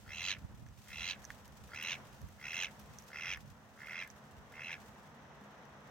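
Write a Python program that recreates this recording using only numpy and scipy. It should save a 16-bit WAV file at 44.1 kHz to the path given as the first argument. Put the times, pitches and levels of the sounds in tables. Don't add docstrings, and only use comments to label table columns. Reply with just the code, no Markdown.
import sys
import numpy as np
from scipy import signal
from scipy.fft import rfft, irfft
from scipy.io import wavfile

SR = 44100
rng = np.random.default_rng(int(sys.argv[2]) if len(sys.argv) > 2 else 0)


def wav_out(sig):
    wavfile.write(sys.argv[1], SR, np.round(np.clip(np.atleast_2d(sig).T, -1, 1) * 32767).astype(np.int16))


N = 260190


def from_db(db):
    return 10 ** (np.asarray(db) / 20)


def rms_one(x):
    return x / np.sqrt(np.mean(x ** 2) + 1e-20)


def pan(db):
    return from_db(np.vstack([db / 2, -db / 2]))


def in_time(points, t):
    return np.interp(t, *np.transpose(points))


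def at_hz(points, hz):
    f, value = np.transpose(points)
    return np.interp(np.log(np.maximum(hz, 1)), np.log(f), value)


def drift(rate_hz):
    step, warm_up = 40, 2000
    r = np.exp(-2 * np.pi * step * rate_hz / SR)
    slow = signal.lfilter([1], [1, -2 * r, r * r], rng.standard_normal(N // step + warm_up + 2))
    slow = rms_one(slow[warm_up:])
    return np.interp(np.arange(N) / step, np.arange(len(slow)), slow)


def resonate(x, hz, width_hz):
    r = np.exp(-np.pi * width_hz / SR)
    feedback = [1, -2 * r * np.cos(2 * np.pi * hz / SR), r * r]
    return signal.lfilter(np.array([1, 0, -1]) * (1 - r * r) / 2, feedback, x + 1e-18)


def cavity(x, modes):
    return sum((-1) ** k * from_db(db) * resonate(x, hz, width)
               for k, (hz, width, db) in enumerate(modes))


def band(x, low_hz, high_hz, order=2):
    return signal.sosfilt(signal.butter(order, [low_hz, high_hz], "band", fs=SR, output="sos"), x)


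def coloured_noise(colour, likeness):
    hz = np.arange(N // 2 + 1) * SR / N
    mid, side = rfft(rng.standard_normal((2, N))) * from_db(at_hz(colour, hz)) * (hz > 20)
    alike = at_hz(likeness, hz)
    return rms_one(irfft(np.sqrt(1 + alike) * mid + np.sqrt(1 - alike) * side * [[1], [-1]], N))


def with_swells(base_db, swells, t):
    extra = sum(from_db(db) ** 2 * np.exp(-((t - s) / width_s) ** 2) for s, db, width_s in swells)
    return 10 * np.log10(from_db(base_db) ** 2 + extra)


def puff(age, peak_s, sharpness):
    return (age / peak_s * np.exp(1 - age / peak_s)) ** sharpness


def eddy(hz, width_hz):
    smooth = signal.butter(2, width_hz / 2, fs=SR, output="sos")
    a, b = signal.sosfilt(smooth, rng.standard_normal((2, SR)))[:, -len(hz):]
    phase = 2 * np.pi * np.cumsum(hz) / SR
    return rms_one(a * np.sin(phase) + b * np.cos(phase))


# t/s, level/dB
BACKGROUND_LEVELS = [(0, -68), (.33, -64), (.75, -70.5), (1.15, -62), (1.65, -65), (1.95, -58), (2.33, -67),
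                     (2.65, -61.5), (3.55, -65), (4.1, -62), (5.9, -59.5)]
# f/Hz, relative level/dB
BACKGROUND_COLOUR = [(59, -56), (100, -16), (146, 0), (173, -12), (205, -1.5), (321, -15), (477, -9.5),
                     (872, -9), (1920, -15), (2190, -21), (3580, -26), (4740, -35.5), (5950, -28.5),
                     (9000, -54), (11700, -108), (19800, -120)]
# f/Hz, likeness/0-1
BACKGROUND_LIKENESS = [(100, 0.98), (250, 1), (1000, 0.58), (2500, 0), (6000, 0.1), (12000, 0)]


def background_noise(t, gain_db=4):
    level_db = in_time(BACKGROUND_LEVELS, t) + gain_db + .5 * drift(12)
    return from_db(level_db) * coloured_noise(BACKGROUND_COLOUR, BACKGROUND_LIKENESS)


# f/Hz, level/dB
HUM_TONES = [(147, -71), (206, -66), (236, -77.5)]


def machine_hum(waver_db=.49, waver_hz=1.58):
    hum = np.zeros(N)
    for hz, db in HUM_TONES:
        gain = from_db(db + waver_db * drift(5.2))
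        hum += gain * np.sin(2 * np.pi * np.cumsum(hz + waver_hz * drift(4.9)) / SR)
    return hum


# t/s, level/dB
RUSTLE_LEVELS = [(0, -73.5), (0.7, -81.5), (2, -76), (3.1, -75.5), (3.65, -81), (4.7, -81), (5.1, -85),
                 (5.9, -83.5)]
# t/s, peak level/dB, half width/s
PADDLE_SWISHES = [(0.96, -71, 0.14), (1.32, -74.5, 0.057), (1.72, -76.5, 0.078), (2.32, -94, .08),
                  (2.94, -75.5, 0.043), (3.9, -78.5, 0.15), (4.85, -78, 0.21)]
# f/Hz, relative level/dB
RUSTLE_SPECTRUM = [(1000, -3), (2500, 13), (4500, 9.5), (6000, 11.5), (8000, 8.5), (10500, 2), (12200, 5),
                   (13500, 5), (15500, 4)]


def rustle(t, gain_db=7, ticks_per_s=42, tick_db=-1, tick_fade_s=.064):
    kicks = (rng.random(N) < ticks_per_s / SR) * np.minimum(rng.exponential(1, N), 3)
    decay = from_db(-60 / (tick_fade_s * SR))
    ticks = from_db(tick_db) * signal.lfilter([1], [1, -decay], kicks + 1e-18)
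    level_db = with_swells(in_time(RUSTLE_LEVELS, t), PADDLE_SWISHES, t) + gain_db + drift(70)
    hiss = coloured_noise(RUSTLE_SPECTRUM, likeness=[(2000, .21), (9000, .062)])
    return from_db(level_db) * (1 + ticks) * hiss


# t/s, peak level/dB, half width/s
WIND_GUSTS = [(0.57, -52.5, 0.11), (1.1, -63, 0.15), (1.78, -65.5, 0.6), (2.24, -46.5, 0.021),
              (2.52, -68, 0.24), (2.88, -60, 0.085), (3.42, -58.5, 0.13), (4.38, -59, 0.057)]
# f/Hz, relative level/dB
WIND_SPECTRUM = [(25, -70), (40, -13), (55, -3), (90, -0.5), (150, -7.5), (250, -16.5), (400, -27),
                 (1000, -88)]
# t/s, peak level/dB
WIND_BUMPS = [(0.442, -30), (0.537, -41), (0.62, -40), (2.225, -44), (2.238, -34.5), (3.375, -42)]


def wind(t, breeze_db=-60.5, breeze_db_per_s=-1.37, gain_db=.5, lumpy_db=2.5, bump_hz=105, bump_db=-3):
    level_db = with_swells(breeze_db + breeze_db_per_s * t, WIND_GUSTS, t)
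    gain = from_db(level_db + gain_db + lumpy_db * drift(8.5))
    air = gain * coloured_noise(WIND_SPECTRUM, likeness=[(50, .6), (200, .11)])
    for start_s, peak_db in WIND_BUMPS:
        age = np.maximum(t - start_s, 0)
        phase = 2 * np.pi * bump_hz * rng.uniform(.88, 1.2) * age
        thud = np.sin([phase, phase + 1.65])
        air += from_db(peak_db + bump_db) * puff(age, .006, 6.3) * thud
    return band(air, 28, 3000) * pan(db=-3.5)


# t/s, tick/dB, plop/dB, spray/dB, left minus right/dB
FLOCK_DRIPS = [(0.665, -59, -56.5, -75, 4), (0.6874, -54.5, -63, -77, -1.5), (1.2432, -44, -53, -58, -5.5),
               (1.2514, -37.5, -58, -53, -10), (1.304, -48.5, -36, -56, -4), (1.479, -52, -61, -51, -6),
               (1.8308, -52, -45.5, -40, -4), (2.2169, -51, -62, -53, -6), (2.287, -59, -58, -55, -0.5),
               (2.6337, -46, -39, -48, -7), (2.798, -54, -71, -48.5, 4), (2.9865, -39.5, -62, -50, -8),
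               (3.023, -51.5, -76, -55, -9), (3.039, -54, -73, -56, -0.5), (3.373, -55, -45, -51, 5),
               (4.076, -60, -50, -50.5, 8), (4.102, -50, -63, -66, -23), (5.654, -58, -70, -63, 2)]
# f/Hz, width/Hz, added level/dB
DRIP_RINGS = [(1700, 500, 3), (6000, 800, 0), (12500, 4500, 3)]


def drips(splash_db=-24, splash_fade_s=.023):
    out, t = np.zeros((2, N)), np.arange(SR // 10) / SR
    for start_s, tick_db, plop_db, spray_db, pan_db in FLOCK_DRIPS:
        hit = (t == 0) + rng.standard_normal(len(t)) * from_db(splash_db - 60 * t / splash_fade_s)
        start = int(start_s * SR)
        for db, (hz, width, added_db) in zip((plop_db, tick_db, spray_db), DRIP_RINGS):
            ring = resonate(resonate(hit, hz, width), hz, 2 * width)
            out[:, start:start + len(t)] += from_db(db + added_db) * ring / np.abs(ring).max() * pan(pan_db)
    return out


def pond_echoes(x, near_db=-14, near_fade_s=.091, far_db=-29, far_fade_s=.22):
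    t = np.arange(SR) / SR
    near, far = rng.standard_normal((2, 2, SR))
    near = rms_one(near * from_db(-60 * t / near_fade_s) * (t > .002))
    far = rms_one(band(far, 360, 2100) * from_db(-60 * t / far_fade_s) * (t > .02))
    echoes = (from_db(near_db) * near + from_db(far_db) * far) / np.sqrt(SR)
    return x + signal.fftconvolve(x[None], echoes, axes=1)[:, :N]


# f/Hz, left minus right/dB
EAR_BALANCE = [(1000, 0.5), (2200, 3.5), (2700, -1), (3300, 2.5), (4000, -9), (4600, -2), (5300, -1),
               (6200, -2), (7000, -11), (9000, 9)]
# t/s, left minus right/dB
DUCK_PAN = [(0.2, -2.7), (1.9, -2.2), (3.3, -3), (4, -4.2), (4.7, -2.5)]


def at_ears(x, t, right_lag_s=.000045):
    left, right = rfft(x)
    hz = np.arange(len(left)) * SR / N
    shade = from_db(at_hz(EAR_BALANCE, hz) / 2)
    lag = np.exp(-2j * np.pi * hz * right_lag_s)
    return pan(in_time(DUCK_PAN, t)) * irfft(np.array([left * shade, right / shade * lag]), N)


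def evened(x):
    window = signal.windows.hann(SR // 20)
    power = signal.fftconvolve(x * x, window / window.sum(), "same")
    return x / np.sqrt(np.abs(power) + 1e-12)


def windpipe(x, t, round_trip_s=.001503, stretch_per_s=7.25, closing_s=.0861):
    trip_s = round_trip_s * np.exp(stretch_per_s * np.maximum(t - t[-1] + closing_s, 0))
    return x + .5 * np.interp(t - trip_s, t, x)


def effort(rhythm, voice, hold_s=.02, catch_width_s=.025, slowing_s=.06, rest_per_s=61):
    start_s, rise_s, first_per_s, top_per_s = rhythm
    open_s, close_s, crest_db, swell_db, top_hz, open_drop, rasp_db, hiss_db, catch_s, catch_db = voice
    t = np.arange(int((rise_s + close_s) * SR)) / SR
    shut = np.interp(t, [0, open_s], [1, 0])
    slack = np.interp(t, [open_s, rise_s], [1, 0])
    closing = np.interp(t, [rise_s + hold_s, rise_s + close_s], [0, 1])
    catch = np.exp(-((t - catch_s) / catch_width_s) ** 2)
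    level_db = crest_db - 20.5 * shut - swell_db * slack - catch_db * catch - 27 * closing
    drop = np.interp(t, [0, 1.25 * open_s], [open_drop, 0]) + .07 * slack + .48 * closing ** 2
    rasp_db = rasp_db - 9.5 * slack - 16 * closing
    hiss_db = hiss_db - 3.5 * slack - 14 * closing
    flaps_per_s = np.interp(t - rise_s, [-rise_s, 0, hold_s, slowing_s],
                            [first_per_s, top_per_s, top_per_s, rest_per_s])
    return start_s + t, level_db, top_hz * (1 - drop), rasp_db, hiss_db, flaps_per_s


def syrinx(t, flaps_per_s, throat_hz, rasp_db, jitter=.036, shimmer_db=.6, pitch_scatter=.05):
    early, weak, sharp, steep = rng.standard_normal((64, 4)).T
    cycles = 1 + np.cumsum(flaps_per_s) / SR
    flap = (cycles + jitter * np.interp(cycles, np.arange(len(early)), early)).astype(int)
    age = t - t[np.searchsorted(flap, flap)]
    force = from_db(-shimmer_db * weak[flap])
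    pitch_hz = throat_hz * (1 + pitch_scatter * sharp[flap])
    climb_per_s = 210 * from_db(.7 * (rasp_db + 9.5) + 1.5 * steep[flap])
    peak_s = .0013 * from_db(-.3 * np.minimum(rasp_db + 10, 0))
    chirp_hz = pitch_hz * np.maximum(1 + climb_per_s * (age - peak_s), .5)
    tone = np.sin(2 * np.pi * np.cumsum(chirp_hz) / SR)
    return age, force, pitch_hz, tone, tone * puff(age, peak_s, 5.5)


# f/Hz, width/Hz, relative level/dB
THROAT_RINGS = [(1389, 74, -4.5), (1715, 99, 5), (2108, 64, -5.5), (2630, 314, 1)]


def throat(t, age, force, pitch_hz, chirps, direct_db=-6):
    swirl = .23 * eddy(pitch_hz, width_hz=900) * (puff(age, .003, 2.6) + .24)
    source = force * (chirps + swirl)
    ringing = from_db(direct_db) * source + cavity(source, THROAT_RINGS)
    return evened(band(windpipe(ringing, t), 900, 3300, order=3))


# f/Hz, width/Hz, relative level/dB
MOUTH_RINGS = [(3234, 176, 15), (4050, 160, 5.5), (4550, 2500, -4)]


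def mouth_rasp(t, age, force, pitch_hz, tone, swirl_db=-3):
    burst = force * puff(age, .0021, 3.2)
    swirl = (burst + .19) * from_db(swirl_db) * eddy(1.58 * pitch_hz, width_hz=800)
    ringing = cavity(burst * tone + swirl, MOUTH_RINGS)
    return evened(band(windpipe(ringing, t), 3260, 5800))


# f/Hz, width/Hz, relative level/dB
BILL_RINGS = [(5400, 3200, 8.5), (6500, 480, 12), (6700, 340, -6)]


def bill_hiss(age, force, pitch_hz):
    swirl = force * eddy(2.4 * pitch_hz, width_hz=1400) * (puff(age, .0032, 2.4) + .22)
    return evened(band(cavity(swirl, BILL_RINGS), 4500, 7200, order=3))


def quack(rhythm, voice, low_breath_db=-20, high_breath_db=-13):
    t, level_db, throat_hz, rasp_db, hiss_db, flaps_per_s = effort(rhythm, voice)
    age, force, pitch_hz, tone, chirps = syrinx(t, flaps_per_s, throat_hz, rasp_db)
    sound = throat(t, age, force, pitch_hz, chirps)
    sound += from_db(rasp_db) * mouth_rasp(t, age, force, pitch_hz, tone)
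    sound += from_db(hiss_db) * bill_hiss(age, force, pitch_hz)
    breath = force * rng.standard_normal(SR)[:len(t)] * (puff(age, .0077, .85) + .22)
    sound += from_db(low_breath_db) * evened(resonate(band(breath, 240, 1700), hz=850, width_hz=550))
    sound += from_db(hiss_db + high_breath_db) * evened(band(breath, 7000, 16400))
    out, start = np.zeros(N), int(t[0] * SR)
    out[start:start + len(t)] = from_db(level_db) * sound * signal.windows.tukey(len(t), .04)
    return out


# start t/s, time to the crest/s, first flap rate/Hz, crest flap rate/Hz
QUACK_RHYTHMS = [(0.0455, .254, 65.9, 97.1), (0.8565, .237, 65.6, 92.6), (1.689, .224, 69.7, 88.6),
                 (2.3815, .245, 66.7, 92.8), (3.086, .231, 68, 92.2), (3.7585, .245, 67.6, 90.9),
                 (4.5075, .213, 68, 86.9)]
# opening time/s, closing time/s, crest level/dB, swell up to it/dB,
# throat f/Hz, pitch drop at the start/0-1, rasp and hiss (each against the level)/dB,
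# time from the start to the catch/s, dip at the catch/dB
QUACK_VOICES = [(.07, 0.079, -38.5, 10.5, 2750, .48, -2.5, -9.5, 0.045, -1),
                (.078, 0.081, -41, 6.5, 2750, .36, -1, -10, 0.1, 2.5),
                (.058, 0.073, -39.5, 7, 2600, 0.4, -6, -11, 0.11, 2.5),
                (0.068, 0.078, -38.5, 7, 2580, .22, -7.5, -10.5, 0.127, 2),
                (.062, 0.076, -40.5, 6.5, 2365, 0.4, -8.5, -11.5, 0.11, 0.5),
                (.06, .093, -43, 7.5, 2236, .22, -13, -17.5, 0.094, 3.5),
                (0.037, 0.067, -44, 6, 2345, .33, -12, -17.5, 0.049, 6)]


def duck(t):
    quacks = sum(quack(rhythm, voice) for rhythm, voice in zip(QUACK_RHYTHMS, QUACK_VOICES))
    return at_ears(pond_echoes(quacks), t)


def scene():
    t = np.arange(N) / SR
    return duck(t) + drips() + wind(t) + background_noise(t) + rustle(t) + machine_hum()


def record(dry):
    cutoff_hz = 16050
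    return signal.sosfilt(signal.ellip(10, .2, 70, cutoff_hz, fs=SR, output="sos"), dry)


dry = scene()
out = record(dry)
wav_out(out)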